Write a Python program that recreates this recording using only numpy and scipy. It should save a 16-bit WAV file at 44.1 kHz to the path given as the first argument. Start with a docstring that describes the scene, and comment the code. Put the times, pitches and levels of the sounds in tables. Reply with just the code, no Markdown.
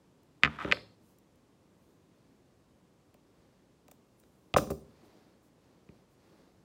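"""Clippers on a boat deck

Steel clippers are picked up from a carpeted deck in a quiet garage, snip a fishing line and are dropped back.
Knocks and dragging reach a phone lying on the deck through the deck itself: dry, resonant, treble first.
The steel rings in bursts of tiny contacts, and its jingle also fills the garage with echo.
Shaped noise makes the faint sleeves, line and room air; a falling sine makes the line's thin squeak."""
import sys
import numpy as np
from scipy import signal
from scipy.fft import rfft, irfft
from scipy.io import wavfile
from scipy.ndimage import uniform_filter1d

SR = 44100
rng = np.random.default_rng(int(sys.argv[2]) if len(sys.argv) > 2 else 0)


def dump_mix(stems):
    """Bounce the given channels to the path in sys.argv[1] as a 16-bit WAV at rate SR."""
    frames = np.atleast_2d(stems).T  # one column per channel
    limited = np.clip(frames, -1, 1)  # hard clip at full scale
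    pcm = np.round(limited * 32767).astype(np.int16)
    wavfile.write(sys.argv[1], SR, pcm)


N = 293160
TIME = np.arange(N) / SR

# blows on the deck from the clippers and the arm; a gap of 0 means no rebound:
# (time [s], click level [dB], click pitch [Hz], knock level [dB], knock pitch [Hz],
#  thump level [dB], gap to first rebound [s])
BLOWS = [(.4344, -16, 2050, -41, 600, -31.5, .0134), (.4745, -35.5, 1450, -50, 600, -40, 0),
         (.6466, -39.5, 1650, -31.5, 340, -33.5, .03), (0.7139, -29, 2100, -53, 400, -56, 0.0012),
         (.7224, -19, 2100, -31.5, 520, -45, 0), (.7705, -48.5, 1750, -55, 600, -64, 0),
         (4.5397, -32.5, 2900, -32, 680, -30, 0.0015), (4.5625, -20.7, 1060, -17.5, 560, -27, 0),
         (4.5834, -30.5, 1400, -30, 300, -31, 0), (4.613, -58, 900, -42, 380, -37, .009),
         (4.672, -54, 900, -47, 380, -39, 0), (4.7022, -44, 900, -32.5, 430, -33, 0),
         (4.7148, -54, 900, -33, 370, -32, 0), (5.8893, -66.5, 2200, -55.5, 330, -57, 0.00047)]
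# the loose jaws and lever chatter: (time [s], length [s], level [dB], brightness [dB per octave])
RATTLES = [(4.5655, .022, -31.5, -4), (4.616, .018, -52.5, 7), (4.7035, 0.012, -46, 1)]
# the blades bite the line and meet, and the arm carries the jolt to the deck:
# (time [s], length [s], level [dB], jolt level [dB])
SNIPS = [(3.1425, .0012, -70, -62), (3.8815, 0.0027, -64.5, -58), (3.913, 0.005, -57, -58.5)]
# light ticks of the clippers and line in the fingers: (time [s], level [dB], brightness [dB per octave])
TICKS = [(.232, -76, 2), (1.185, -67.5, 6), (1.357, -76.5, 4), (4.199, -66, 7), (4.236, -66, -9)]
# tone of steel dragged over carpet: (frequency [Hz], relative level [dB])
DRAG_COLOUR = [(200, -11), (800, 0), (1300, 4.5), (2000, -4.5), (3500, -8.5), (4500, -20), (8000, -29),
               (15000, -40.5)]
# the line runs through the fingers: (middle time [s], half length [s], level [dB])
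BRUSHES = [(1.09, .12, -75), (1.87, .2, -82), (4.33, .45, -81.5), (5.06, .04, -76), (5.455, .06, -77),
           (6.125, .05, -80)]
# the sleeves rustle as the arms move: (middle time [s], half length [s], level [dB])
SLEEVES = [(2.25, .35, -75.5), (3.45, .3, -71), (5.1, .45, -63), (5.7, .25, -69), (5.96, 0.14, -67),
           (6.35, 0.35, -64.5)]
# tone of the rubbing cloth: (frequency [Hz], relative level [dB])
SLEEVE_COLOUR = [(60, -14), (250, 5), (500, 1), (1200, -10.5), (2200, -14.5), (3000, -19), (4500, -16),
                 (8000, -29), (15000, -31.5)]
# resonances of the deck: (frequency [Hz], width [Hz], relative level [dB])
DECK_MODES = [(72, 18, 11.5), (108, 7.5, 9), (147.4, 16, 8), (222, 45, 8.5), (281, 22, 13), (404, 24, 12),
              (503, 35, -0.5), (575, 50, 6.5), (770, 59, 3), (946, 120, 7), (1186, 230, 6), (1530, 71, 4),
              (2020, 110, 1), (2430, 320, 1.5), (2857, 170, 3), (3500, 186.6, 3), (4730, 200, 3.5),
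              (6910, 300, 0.5)]
# waves coming back from the deck's edges and struts: (delay [s], level [dB])
EDGE_RETURNS = [(.0016, -10), (.0039, -15), (.0057, -17)]
# resonances of the steel clippers: (frequency [Hz], width [Hz], relative level [dB])
CLIPPER_MODES = [(2650, 300, -5), (3890, 200, -2), (5080, 250, -6), (5840, 160, 3), (6300, 300, -2),
                 (7250, 300, 0), (8300, 250, -2), (8770, 120, 3), (10900, 400, -2), (12020, 250, -9),
                 (14300, 380, 3), (15100, 450, -1)]
# tone of the struck tool lying alongside: (frequency [Hz], relative level [dB])
NEIGHBOUR_COLOUR = [(400, -10), (1300, 2), (1900, -2.5), (2450, 0), (3300, 0), (4100, 2.5), (5250, -1.5),
                    (5550, -17), (8000, -18.5), (15000, -35.5)]
# garage echo: (frequency [Hz], time to fade by 60 dB [s], relative level [dB])
GARAGE_BANDS = [(80, 0.55, 6.5), (250, 0.52, 3), (704, .43, 0.5), (2000, 0.35, -6), (5000, 0.4, -1),
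                (9000, .43, -3), (15000, 0.3, 1)]
# tone of the quiet room air: (frequency [Hz], relative level [dB])
ROOM_COLOUR = [(15, -56.5), (25, -26), (40, -10), (58, -5.5), (190, -1), (217, -4), (249, -1.5), (503, -9),
               (560, -10), (695, -15), (1130, -17), (1330, -22), (2110, -25.5), (7510, -31.5),
               (16000, -42.5)]

ROOM_DB = -65
TOP_HZ = 15750  # highest frequency the phone keeps
HIT_SIZE, LEAD = 16384, 64  # samples: room to compute a hit, and the part kept before its onset
ENERGY_S = .01  # a hit at 0 dB has the energy of a signal of rms 1 lasting this long

# each rebound keeps a share of the speed, so it comes sooner, weaker and duller; its thump fades slowly
REBOUND_SHARE, REBOUND_DB, REBOUND_PITCH_SHARE, REBOUND_THUMP_DB = .59, -3.5, .94, -2.5
# the hollow knock of the deck follows each click
KNOCK_Q, KNOCK_LAG_S = 1.6, .0033
# snip brightness in dB per octave; click and thump levels are relative to the jolt
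SNIP_BRIGHT_DB, JOLT_CLICK_HZ, JOLT_CLICK_DB, JOLT_THUMP_DB = 2, 2200, -9, -8.5
TICK_S = 0.00331
# a neighbouring tool is struck as the hand lifts
CLINK_S, CLINK_DB = .7232, -41
# the clippers slide lightly over the deck, are gripped and drag harder, then lift off
SLIDE_S, GRIP_S, LIFT_S = 0.42, .586, .712
SLIDE_DB, GRIP_DB, DRAG_ATTACK_S, DRAG_RELEASE_S = -53, -45.7, 0.01, .015
# as the grip tightens the steel catches several times in a row; the low level is relative to the click
CATCH_GAP_S, CATCH_HZ, CATCH_DB, CATCH_SCATTER_DB, CATCH_LOW_DB = .0075, 1400, -40.5, 2.5, -17
BRUSH_HZ = 10000
# a thin squeak falls in pitch as the line slides out of the jaws
SQUEAK_S, SQUEAK_LENGTH_S, SQUEAK_HZ = 4.165, .07, 13900
SQUEAK_FALL_OCT_PER_S, SQUEAK_DB = 16, -73


def undb(db):
    """Turns decibels into a gain."""
    return 10 ** (np.asarray(db) / 20)


def freqs(size):
    """Frequencies of a spectrum in Hz, kept at 1 Hz or above."""
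    return np.maximum(np.arange(size // 2 + 1) * SR / size, 1)


def band(f, hz, q):
    """Response of one resonance, gain 1 at its centre; a higher q is narrower."""
    return 1 / (1 + 1j * q * (f / hz - hz / f))


def body(f, modes):
    """Response of an object with several resonances, added together."""
    return sum(undb(db) * band(f, hz, hz / width) for hz, width, db in modes)


def colour(x, points):
    """Shapes the tone of x by a (Hz, dB) curve and sets its rms to 1."""
    hz, db = np.transpose(points)
    curve_db = np.interp(np.log(freqs(len(x))), np.log(hz), db)
    y = irfft(rfft(x) * undb(curve_db), len(x))
    return y / y.std()


def hit(spectrum, db):
    """Turns a spectrum into a short sound of set energy, keeping LEAD samples before its onset."""
    y = np.roll(irfft(spectrum), LEAD)[:HIT_SIZE // 2]
    return y * undb(db) * np.sqrt(ENERGY_S * SR / np.sum(y ** 2))


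def add(out, s, x):
    """Mixes x into out with its onset at time s."""
    start = max(int(s * SR) - LEAD, 0)
    out[start:start + len(x)] += x[:max(N - start, 0)]


def grains(size, spread_db):
    """Noise that stands for countless tiny contacts of uneven strength."""
    strength = np.clip(rng.standard_normal(size), -2, 2)
    return rng.standard_normal(size) * undb(spread_db * strength)


def swells(events):
    """Gain that rises and falls smoothly around each movement."""
    gain = np.zeros(N)
    for s, half_length, db in events:
        gain += undb(db) * np.cos(np.pi / 2 * np.clip((TIME - s) / half_length, -1, 1)) ** 2
    return gain


def room_tone():
    """Low steady air noise under a faint hiss."""
    return colour(rng.standard_normal(N), ROOM_COLOUR) * undb(ROOM_DB)


def garage(x, build_s=0.0047, ceiling_s=.0215, ceiling_db=-11):
    """Adds a ceiling echo and a spread-out tail in which each frequency band fades at its own rate."""
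    size = 2 * HIT_SIZE
    t, f = np.arange(size) / SR, freqs(size)
    hz, t60, db = np.transpose(GARAGE_BANDS)
    noise = rfft(rng.standard_normal(size))
    tail = np.zeros(size)
    # each row of np.eye picks one band, which overlaps its neighbours
    for share, decay, gain in zip(np.eye(len(hz)), t60, undb(db)):
        band_noise = irfft(noise * np.interp(np.log(f), np.log(hz), share))
        tail += gain * band_noise * np.exp(-np.log(1000) * t / decay)
    tail *= 1 - np.exp(-(t / build_s) ** 2)
    tail /= np.sqrt(np.sum(tail ** 2))
    tail[int(ceiling_s * SR)] += undb(ceiling_db)
    return signal.fftconvolve(x, tail)[:N]


def sleeves():
    """Cloth rubs on cloth and on the deck: uneven noise that swells with each movement."""
    return colour(grains(N, spread_db=5.5), SLEEVE_COLOUR) * swells(SLEEVES)


def brushes(q=0.64):
    """Soft swells of fine, high friction noise from the line."""
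    rub = irfft(rfft(grains(N, spread_db=4.5)) * band(freqs(N), BRUSH_HZ, q), N)
    return rub / rub.std() * swells(BRUSHES)


def squeak(waver=.1):
    """The sliding line sings a falling, unsteady note."""
    since_start = np.clip(TIME - SQUEAK_S, 0, SQUEAK_LENGTH_S)
    glide = SQUEAK_HZ * 2 ** (-SQUEAK_FALL_OCT_PER_S * since_start)
    # smoothing the noise makes the actual waver smaller
    pitch = glide * (1 + waver * uniform_filter1d(rng.standard_normal(N), size=24))
    half = SQUEAK_LENGTH_S / 2
    return np.sin(2 * np.pi * np.cumsum(pitch) / SR) * swells([(SQUEAK_S + half, half, SQUEAK_DB)])


def clink(decay_s=0.0041):
    """The neighbouring tool rings once, as fading noise: its resonances are too dense to tell apart."""
    out = np.zeros(N)
    burst = grains(HIT_SIZE, spread_db=3.5) * np.exp(-TIME[:HIT_SIZE] / decay_s)
    add(out, CLINK_S, hit(rfft(colour(burst, NEIGHBOUR_COLOUR)), CLINK_DB))
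    return out


def steel(events, crack_db, spread_db):
    """Bursts of tiny steel contacts ring the clippers."""
    f, out = freqs(HIT_SIZE), np.zeros(N)
    t = np.arange(HIT_SIZE) / SR
    ring = body(f, CLIPPER_MODES) + undb(crack_db) * band(f, hz=6050, q=0.56)
    for s, length, db, bright_db in events:
        burst = grains(HIT_SIZE, spread_db) * np.exp(-(t / length) ** 4)
        tilt = undb(bright_db * np.log2(f))
        add(out, s, hit(rfft(burst) * ring * tilt, db))
    return out


def drag(slip_db=3.0):
    """Steel catches and slips on the carpet every few milliseconds, louder once it is gripped."""
    def ramp(s, length):
        """Goes from 0 to 1, starting at time s."""
        return np.clip((TIME - s) / length, 0, 1)

    db = SLIDE_DB + (GRIP_DB - SLIDE_DB) * ramp(GRIP_S, DRAG_ATTACK_S)
    touch = ramp(SLIDE_S, DRAG_ATTACK_S) - ramp(LIFT_S, DRAG_RELEASE_S)
    slips = uniform_filter1d(rng.standard_normal(N), size=130)
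    slip_gain = undb(slip_db * np.clip(slips / slips.std(), -1.5, 1.5))
    rub = grains(N, spread_db=5.5) * slip_gain
    return colour(rub, DRAG_COLOUR) * undb(db) * touch


def catches(count=6, knock_hz=330, uneven=.45, fade_db_per_s=50):
    """Uneven little blows as the dragged steel sticks and lets go, fading as it gets moving."""
    for k, (late, strength) in enumerate(rng.uniform(-1.2, 1, (count, 2))):
        after = CATCH_GAP_S * (k + uneven * late)
        db = CATCH_DB + CATCH_SCATTER_DB * strength - fade_db_per_s * after
        low_db = db + CATCH_LOW_DB
        yield GRIP_S + after, db, CATCH_HZ, low_db, knock_hz, low_db


def jolts(knock_hz=640):
    """The small blow that each snip sends down the arm to the deck."""
    for s, _, _, db in SNIPS:
        yield s, db + JOLT_CLICK_DB, JOLT_CLICK_HZ, db, knock_hz, db + JOLT_THUMP_DB


def rebounds(count=4):
    """Every blow, then its rebounds, each sooner and weaker as speed is lost."""
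    for s, click_db, click_hz, knock_db, knock_hz, thump_db, gap in BLOWS:
        yield s, click_db, click_hz, knock_db, knock_hz, thump_db
        if gap <= 0:
            continue
        for k in range(1, count + 1):
            s = s + gap * REBOUND_SHARE ** (k - 1)
            loss_db = REBOUND_DB + 20 * np.log10(REBOUND_SHARE ** k)
            duller_hz = click_hz * REBOUND_PITCH_SHARE ** k
            weight_db = thump_db + k * REBOUND_THUMP_DB
            yield s, click_db + loss_db, duller_hz, knock_db + loss_db, knock_hz, weight_db


def knocks(blows, lag_s=0.0019, thump_hz=168, thump_q=.8, direct_db=0, crack_db=-50,
           soft_ratio=3.0, dull_hz=800, click_q=1.5):
    """Each blow is a hard click, a hollow knock and a soft thump that spread through the deck as bending waves."""
    f, out = freqs(HIT_SIZE), np.zeros(N)
    # treble travels faster: delay is lag_s * sqrt(1000 / f), less the same delay at TOP_HZ
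    travel = np.exp(-2j * np.pi * lag_s * np.sqrt(1000) * (2 * np.sqrt(f) - f / np.sqrt(TOP_HZ)))
    returns = 1 + sum(undb(db) * np.exp(-2j * np.pi * f * delay) for delay, db in EDGE_RETURNS)
    deck = (undb(direct_db) + body(f, DECK_MODES)) * travel * returns
    thump = deck * band(f, thump_hz, thump_q) * band(f, hz=176, q=0.26) / (1 + 1j * f / dull_hz)

    def contact(hz, q):
        """The carpet cushions the contact and takes the top off."""
        push = band(f, hz, q) ** 2 + undb(crack_db)
        return deck * push * band(f, soft_ratio * hz, q=.7) / (1j * f)

    for s, click_db, click_hz, knock_db, knock_hz, thump_db in blows:
        add(out, s, hit(contact(click_hz, click_q), click_db) + hit(thump, thump_db))
        add(out, s + KNOCK_LAG_S, hit(contact(knock_hz, KNOCK_Q), knock_db))
    return out


def scene(boom_db=-16, knock_room_db=-28, rattle_room_db=-7, snip_room_db=-13, clink_room_db=1):
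    """Every source arrives dry; the deck's boom, the deck and the steel also fill the garage with echo."""
    deck = knocks([*rebounds(), *catches(), *jolts()]) + drag()
    rattle = steel(RATTLES, crack_db=-5, spread_db=3.0)
    cuts = [(s, length, db, SNIP_BRIGHT_DB) for s, length, db, _ in SNIPS]
    ticks = [(s, TICK_S, db, bright_db) for s, db, bright_db in TICKS]
    snip = steel(cuts + ticks, crack_db=-2.0, spread_db=0.5) + squeak()
    ring = clink()
    boom = irfft(rfft(deck) * band(freqs(N), hz=303, q=0.37), N)
    airborne = undb(boom_db) * boom + undb(knock_room_db) * deck
    airborne += undb(rattle_room_db) * rattle + undb(snip_room_db) * snip + undb(clink_room_db) * ring
    direct = deck + rattle + snip + ring + brushes() + sleeves()
    return (direct + garage(airborne) + room_tone())[None]


def record(dry, low_hz=42):
    """The phone drops the deepest bass and cuts the top."""
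    thin = signal.sosfilt(signal.butter(3, low_hz, "high", fs=SR, output="sos"), dry)
    return signal.sosfilt(signal.ellip(10, .2, 70, TOP_HZ, fs=SR, output="sos"), thin)


dry = scene()
out = record(dry)
dump_mix(out)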